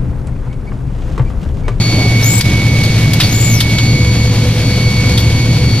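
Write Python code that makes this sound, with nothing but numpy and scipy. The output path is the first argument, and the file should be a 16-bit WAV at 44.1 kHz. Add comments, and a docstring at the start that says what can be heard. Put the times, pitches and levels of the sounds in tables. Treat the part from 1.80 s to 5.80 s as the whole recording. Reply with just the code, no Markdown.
"""An automatic strapping machine in a factory, close to a camera. Conveyors hum and rumble and a drive
whines throughout. First a bundle scrapes over the deck and the press beam bumps home. Then the strap motor
spins up with a thin whistle and a hiss of sliding strap, and steel grippers clack. After another bump the
motor runs again to pull the strap tight, and the grippers and cutter clack, once more near the end.
The camera's limiter turns the sound down at the loudest moments."""
import sys
import numpy as np
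from scipy import signal
from scipy.fft import rfft, irfft, next_fast_len
from scipy.io import wavfile
from scipy.ndimage import uniform_filter1d, minimum_filter1d, map_coordinates

SR = 44100
rng = np.random.default_rng(int(sys.argv[2]) if len(sys.argv) > 2 else 0)


def transcribe(signal):
    """Save signal, clipped to [-1, 1], as a 16-bit WAV file at the path in sys.argv[1]."""
    frames = np.atleast_2d(signal).T
    limited = np.clip(frames, -1, 1)
    pcm = np.round(limited * 32767).astype(np.int16)
    wavfile.write(sys.argv[1], SR, pcm)


N = 176400
SIDES = np.array([[.5], [-.5]])  # splits a difference between the left and right microphones


def amp(db):
    """Turns decibels into a factor to multiply by."""
    return 10 ** (np.asarray(db) / 20)


def unit(x):
    """Scales a sound to an average (rms) level of 1."""
    return x / np.sqrt(np.mean(x ** 2) + 1e-20)


def along(points, hz):
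    """Reads between rows of frequency and value, on a scale of octaves."""
    freqs, values = np.transpose(points)
    return np.interp(np.log(hz + 1), np.log(freqs + 1), values)


def clock():
    """The time of each sample in seconds."""
    return np.arange(N) / SR


def curves(rows):
    """Joins timed rows with straight lines: one curve for each column after the time."""
    times, *columns = np.transpose(rows)
    return [np.interp(clock(), times, column) for column in columns]


def wobble(rate):
    """A smooth random curve through `rate` new values a second."""
    return map_coordinates(rng.standard_normal(8192), [clock() * rate + 2], order=3, mode="wrap")


def filtered(x, response):
    """Multiplies each frequency in a sound by response(hz)."""
    size = x.shape[-1]
    padded = next_fast_len(size + 8192)
    return irfft(rfft(x, padded) * response(np.fft.rfftfreq(padded, 1 / SR)), padded)[..., :size]


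def noise(spectrum, size, tilt_db=0):
    """Shaped noise at the two microphones, gaining tilt_db for each octave above 2000 Hz."""
    # How alike the microphones sound. Each row: frequency in Hz, likeness from 0 to 1.
    alike = [(100, 1), (300, 0.98), (600, 0.91), (1100, 0.76), (2500, 1), (5000, 0.21), (12000, 0.95)]
    turn = lambda hz: np.arccos(np.clip(along(alike, hz), -1, .9995)) / 2
    colour = lambda hz: amp(along(spectrum, hz) + tilt_db * np.log2(np.maximum(hz, 2000) / 2000))
    white = rng.standard_normal((2, size))
    mid, side = filtered(white, lambda hz: colour(hz) * [np.cos(turn(hz)), np.sin(turn(hz))])
    return unit(np.array([mid + side, mid - side]))


def tone(hz, unsteady, rate):
    """A note that wavers in strength and pitch."""
    phase = 2 * np.pi * hz * clock()
    return unit((1 + unsteady * wobble(rate)) * np.sin(phase) + unsteady * wobble(rate) * np.cos(phase))


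def panned(x, left_db):
    """Makes a sound left_db louder on the left than on the right."""
    return x * amp(left_db * SIDES)


def add(track, start_s, sound):
    """Mixes a sound into a track at the given time."""
    part = track[:, max(0, round(start_s * SR)):][:, :sound.shape[-1]]
    part += sound[..., :part.shape[-1]]


def motors():
    """Conveyor motors hum, while the belt motor's note and the drive's whine swell and fade."""
    # Steady motor notes. Each row: pitch in Hz, level in dB, unsteadiness from 0 to 1.
    hum_notes = [(71.24, -23.5, 0.35), (104.24, -21, 0), (114.63, -13, 0), (160.8, -28, 0.37),
                 (2140, -46, 1), (3387, -40, 0)]
    # Loudness of the belt motor, the whine and its octave. Each row: time in seconds, level in dB.
    belt_levels = [(0, -50), (.42, -41), (.52, -32), (1.1, -39), (1.35, -64), (2.02, -41), (2.2, -29),
                   (2.7, -29.5), (3.85, -30.5), (3.95, -39)]
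    whine_levels = [(0.0, -30), (0.03, -24), (0.34, -20.5), (0.57, -21), (0.6, -22), (0.66, -21),
                    (1.45, -26.5), (2.03, -22), (2.47, -27), (2.49, -32.5), (2.72, -32), (2.84, -28),
                    (3.29, -21), (3.35, -27), (4.0, -29)]
    octave_levels = [(0, -22.5), (.17, -22), (.35, -31), (.55, -41), (.8, -36.5), (1.12, -28.5),
                     (1.28, -40), (1.6, -32), (1.86, -36), (2.03, -23.5), (2.5, -29), (2.76, -34.5),
                     (2.85, -27.5), (3.25, -26.5), (3.65, -29), (4, -24.5)]
    belt_hz, whine_hz = 493.6, 2233.4
    hum = sum(amp(db) * tone(hz, unsteady, rate=5.6) for hz, db, unsteady in hum_notes)
    belt = tone(belt_hz, unsteady=0.36, rate=24) + amp(-13.5) * tone(2 * belt_hz, unsteady=0.36, rate=14)
    belt *= amp(curves(belt_levels)[0])
    whine = amp(curves(whine_levels)[0]) * tone(whine_hz, unsteady=0.17, rate=35)
    octave_gain = amp(curves(octave_levels)[0])
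    octave = octave_gain * np.array([tone(2 * whine_hz, unsteady=0.2, rate=22) for _ in "LR"])
    overtone = octave_gain * amp(-11) * tone(3 * whine_hz, unsteady=0.4, rate=4.4)
    return hum + belt + panned(whine, left_db=-2) + panned(octave, left_db=4) + overtone


def conveyors():
    """Rollers rumble under the fluttering hiss of the belts and the hall."""
    # Tone of the rumble and of the hiss. Each row: frequency in Hz, level in dB.
    rumble_spectrum = [(12, -4), (33, -13.5), (48, -9), (75, -0.5), (108, -2.5), (135, 1.5), (180, -4),
                       (240, -7.5), (330, -14.5), (500, -25.5), (900, -35), (1600, -41.5), (4000, -93)]
    hiss_spectrum = [(500, 6), (1300, -3), (1800, -1.5), (2300, 3), (3000, 0), (4000, 2.5), (5200, -1.5),
                     (6600, -4.5), (8000, -10.5), (11500, -12), (13500, -18), (15300, -26)]
    # Slow drift of the hiss. Each row: time in seconds, change in dB.
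    hiss_drift = [(0, 0), (.35, 2), (.7, 1.5), (.95, 0.5), (1.05, 1.5), (1.25, 1), (1.95, 0), (2.08, -0.5),
                  (3.2, 1), (3.6, 0), (4, -1.5)]
    rumble = amp(-13.5 + 0.69 * wobble(7.97)) * noise(rumble_spectrum, N)
    hiss_db = -22.5 + curves(hiss_drift)[0] + 0.83 * wobble(24.25) + 1.06 * wobble(200)
    return rumble + amp(hiss_db) * noise(hiss_spectrum, N)


def scrape():
    """A cardboard bundle drags over the deck, catching on one hollow note after another."""
    # Notes of the scrape. Each row: pitch in Hz, level in dB.
    notes = [(400, 1), (530, -5), (615, -6), (720, 3), (785, -5), (1050, -5)]
    start_s, peak_s, end_s, catch_db = .07, .18, .41, 5
    stroke = np.interp(clock(), [start_s, peak_s, end_s], [0, 1, 0])
    groan = 0
    for hz, db in notes:
        catching = amp(catch_db * wobble(27.2))
        groan += amp(db) * unit(catching * tone(hz, unsteady=3, rate=60))
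    return amp(-31) * stroke * groan


def bumps():
    """Soft blows of the beam and bundles shake the machine's frame: a hollow note over a dull thud."""
    # Each row: start in seconds, level in dB, seconds to fade by 60 dB, pitch in Hz.
    blows = [(0.121, -18, 0.17, 313), (.174, -12.5, 0.19, 263), (.265, -18, 0.096, 276),
             (.32, -16.5, 0.15, 285), (1.404, -19, 0.25, 305)]
    # The frame's thud. Each row: frequency in Hz, level in dB.
    thud_spectrum = [(100, -3), (280, 5), (400, -3.5), (700, -10), (1100, -11), (4000, -55)]
    attack_s = 0.0016
    out, t = np.zeros((2, N)), np.arange(SR // 3) / SR
    for start_s, db, fade_s, hz in blows:
        knock = unit(np.sin(2 * np.pi * hz * t)) + noise(thud_spectrum, len(t))
        add(out, start_s, amp(db - 60 * t / fade_s) * (1 - np.exp(-t / attack_s)) * knock)
    return out


def motor_whistle(pitch, octave_db):
    """The strap motor's rough whistle, which rings its housing as the pitch sweeps past."""
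    # Where the housing rings. Each row: frequency in Hz, width in Hz, level in dB.
    rings = [(5700, 1400, -3.5), (6950, 260, 2), (7400, 450, 1), (12430, 130, 10.5), (13400, 450, -1),
             (15300, 700, -11)]
    jitter, roughness = .022, .7

    def rough(angle):
        wavering = (1 + roughness * wobble(220)) * np.sin(angle)
        return unit(wavering + roughness * wobble(1000) * np.cos(angle))

    def housing(f):
        return sum((-1) ** k * amp(db) * 1j * f * width / (hz ** 2 - f ** 2 + 1j * f * width)
                   for k, (hz, width, db) in enumerate(rings))

    phase = 2 * np.pi * np.cumsum(pitch * (1 + jitter * wobble(1400))) / SR
    gears = rough(phase) + amp(octave_db) * rough(2 * phase)
    return gears, housing  # the bare sound and the filter it must pass through


def strap_run(run, octave_db):
    """The motor zips up to speed while the strap slides through its track. 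Gives whistle and hiss."""
    # The sliding strap's hiss. Each row: frequency in Hz, level in dB.
    hiss_spectrum = [(1500, -26), (3500, 6), (6500, 15), (9000, 1.5), (11000, 12.5), (13500, 8),
                     (15500, -18)]
    fade_in_s, fade_out_s, left_early_s = 0.01, 0.0043, .000056
    pitch, whistle_db, hiss_db = curves(run)
    t, start_s, end_s = clock(), run[0][0], run[-1][0]
    running = np.clip((t - start_s) / fade_in_s, 0, 1) * np.clip((end_s - t) / fade_out_s, 0, 1)
    gears, housing = motor_whistle(pitch, octave_db)
    gears = panned(running * amp(whistle_db) * gears, left_db=7)
    whistle = filtered(gears, lambda hz: housing(hz) * np.exp(2j * np.pi * hz * left_early_s * SIDES))
    hiss = running * amp(hiss_db + 1.7 * wobble(400)) * noise(hiss_spectrum, N)
    return np.array([whistle, hiss])


def strap_motor():
    """The motor runs twice: to feed the strap out, then to pull it tight."""
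    # The two runs. Each row: time in seconds, pitch in Hz, whistle level in dB, hiss level in dB.
    feed = [(.395, 4000, -45, -35), (.425, 4900, -27, -30), (.44, 6120, -17, -30), (.457, 6720, -14, -26),
            (.5, 7120, -14.5, -26), (.56, 7720, -14, -24), (.584, 7600, -15, -23), (.606, 7520, -36, -27)]
    take_up = [(1.43, 4450, -30, -32), (1.49, 5700, -28, -30), (1.515, 6260, -24, -32),
               (1.55, 7080, -19, -30), (1.6, 7170, -16.5, -29.5), (1.69, 7080, -19, -30),
               (1.72, 6600, -18.5, -29), (1.742, 6220, -17, -27), (1.78, 5300, -18, -28),
               (1.81, 4700, -33, -30)]
    return strap_run(feed, octave_db=-7.5) + strap_run(take_up, octave_db=-9)


def clacks():
    """Steel grippers and the cutter slam in and chatter briefly, then their crack and ring die away."""
    # Each row: start in seconds, level in dB, brightness in dB per octave, chatter in seconds,
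    # seconds to fade by 60 dB, ring pitch in Hz, ring width in Hz, ring level in dB.
    hits = [(.590, -22, 8, .003, .025, 10000, 2500, 5), (0.6088, 1, -1, 0.0048, 0.043, 4785, 875, -5),
            (1.035, -22.5, -0.5, 0.0098, .14, 4300, 1490, -1),
            (1.3334, -12.5, 1.5, 0.0054, 0.049, 4400, 1520, -18),
            (1.401, -2.5, -3.5, 0.01, 0.078, 3785, 2970, -1),
            (1.434, -20.5, -4, 0.013, 0.21, 4490, 200, 3.5), (1.8036, -4, -2, 0.0085, 0.055, 3435, 920, -7),
            (1.89, -25.5, -2, 0.017, .08, 3600, 1630, 1), (1.9839, -14, -5, 0.0029, 0.073, 3860, 2040, -7),
            (3.3763, -15, -3, 0.0089, 0.073, 3490, 494, -2.5), (3.385, -29, 9, 0.024, 0.08, 12380, 450, -7)]
    # The crack of steel on steel. Each row: frequency in Hz, level in dB.
    crack_spectrum = [(300, -11), (1000, -11), (1600, -7.5), (2600, -3.5), (3600, 1.5), (4900, 1.5),
                      (6200, -4.5), (9000, -7.5), (12000, -7), (15500, -11)]
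    attack_s, flutter_db = 0.0002, 0.5
    out, t = np.zeros((2, N)), np.arange(SR // 4) / SR
    for start_s, db, tilt_db, chatter_s, fade_s, hz, width, ring_db in hits:
        since_chatter = np.maximum(t - chatter_s, 0)
        loudness = amp(db - 60 * since_chatter / fade_s) * (1 - np.exp(-t / attack_s))
        ring = amp(ring_db) * tone(hz, unsteady=3, rate=width)[:len(t)]
        crack = noise(crack_spectrum, len(t), tilt_db) * amp(flutter_db * wobble(780)[:len(t)])
        add(out, start_s, loudness * (crack + ring))
    return out


def hall(x, fade_s=.28):
    """The factory's many echoes blur into a short tail."""
    t = np.arange(SR // 2) / SR
    tail = rng.standard_normal((2, len(t))) * amp(-60 * t / fade_s)
    return signal.fftconvolve(x, tail / np.linalg.norm(tail[0]), axes=1)[:, :N]


def scene():
    """The machine and conveyors reach two close microphones; the whistle has its own direction."""
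    # Each row: frequency in Hz, how much louder the left microphone is in dB.
    balance = [(110, 0.53), (380, -1), (1300, -.5), (2400, -3), (4000, 0), (5600, 4.5), (8500, 5),
               (12000, 8), (15000, 2)]
    # Each row: frequency in Hz, how far ahead the wave is on the left in radians.
    lead = [(500, 0), (3700, 1), (4500, 1.5), (5600, 2), (9000, 4), (13000, 4.5)]
    whistle, hiss = strap_motor()
    cycle = clacks() + hiss
    echo = amp(-18) * hall(cycle + whistle)
    sound = cycle + echo + bumps() + scrape() + motors() + conveyors()
    direction = lambda hz: amp(SIDES * along(balance, hz)) * np.exp(1j * SIDES * along(lead, hz))
    return whistle + filtered(sound, direction)


def record(dry):
    """The camera turns loud peaks down and quickly recovers, clips the rest and cuts the top treble."""
    ceiling, lookahead_s, recovery_db_per_s, top_hz = 1.08, .002, 333, 15450
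    window = int(lookahead_s * SR)
    peaks = np.abs(dry).max(axis=0) + 1e-9
    needed_db = 20 * np.log10(np.minimum(1, ceiling / peaks))
    recovery = recovery_db_per_s * clock()
    gain_db = np.minimum.accumulate(needed_db - recovery) + recovery
    smooth_db = uniform_filter1d(minimum_filter1d(gain_db, window), window)
    clipped = np.clip(dry * amp(smooth_db), -1, 1)
    return filtered(clipped, lambda hz: hz < top_hz)


dry = scene()
out = record(dry)
transcribe(out)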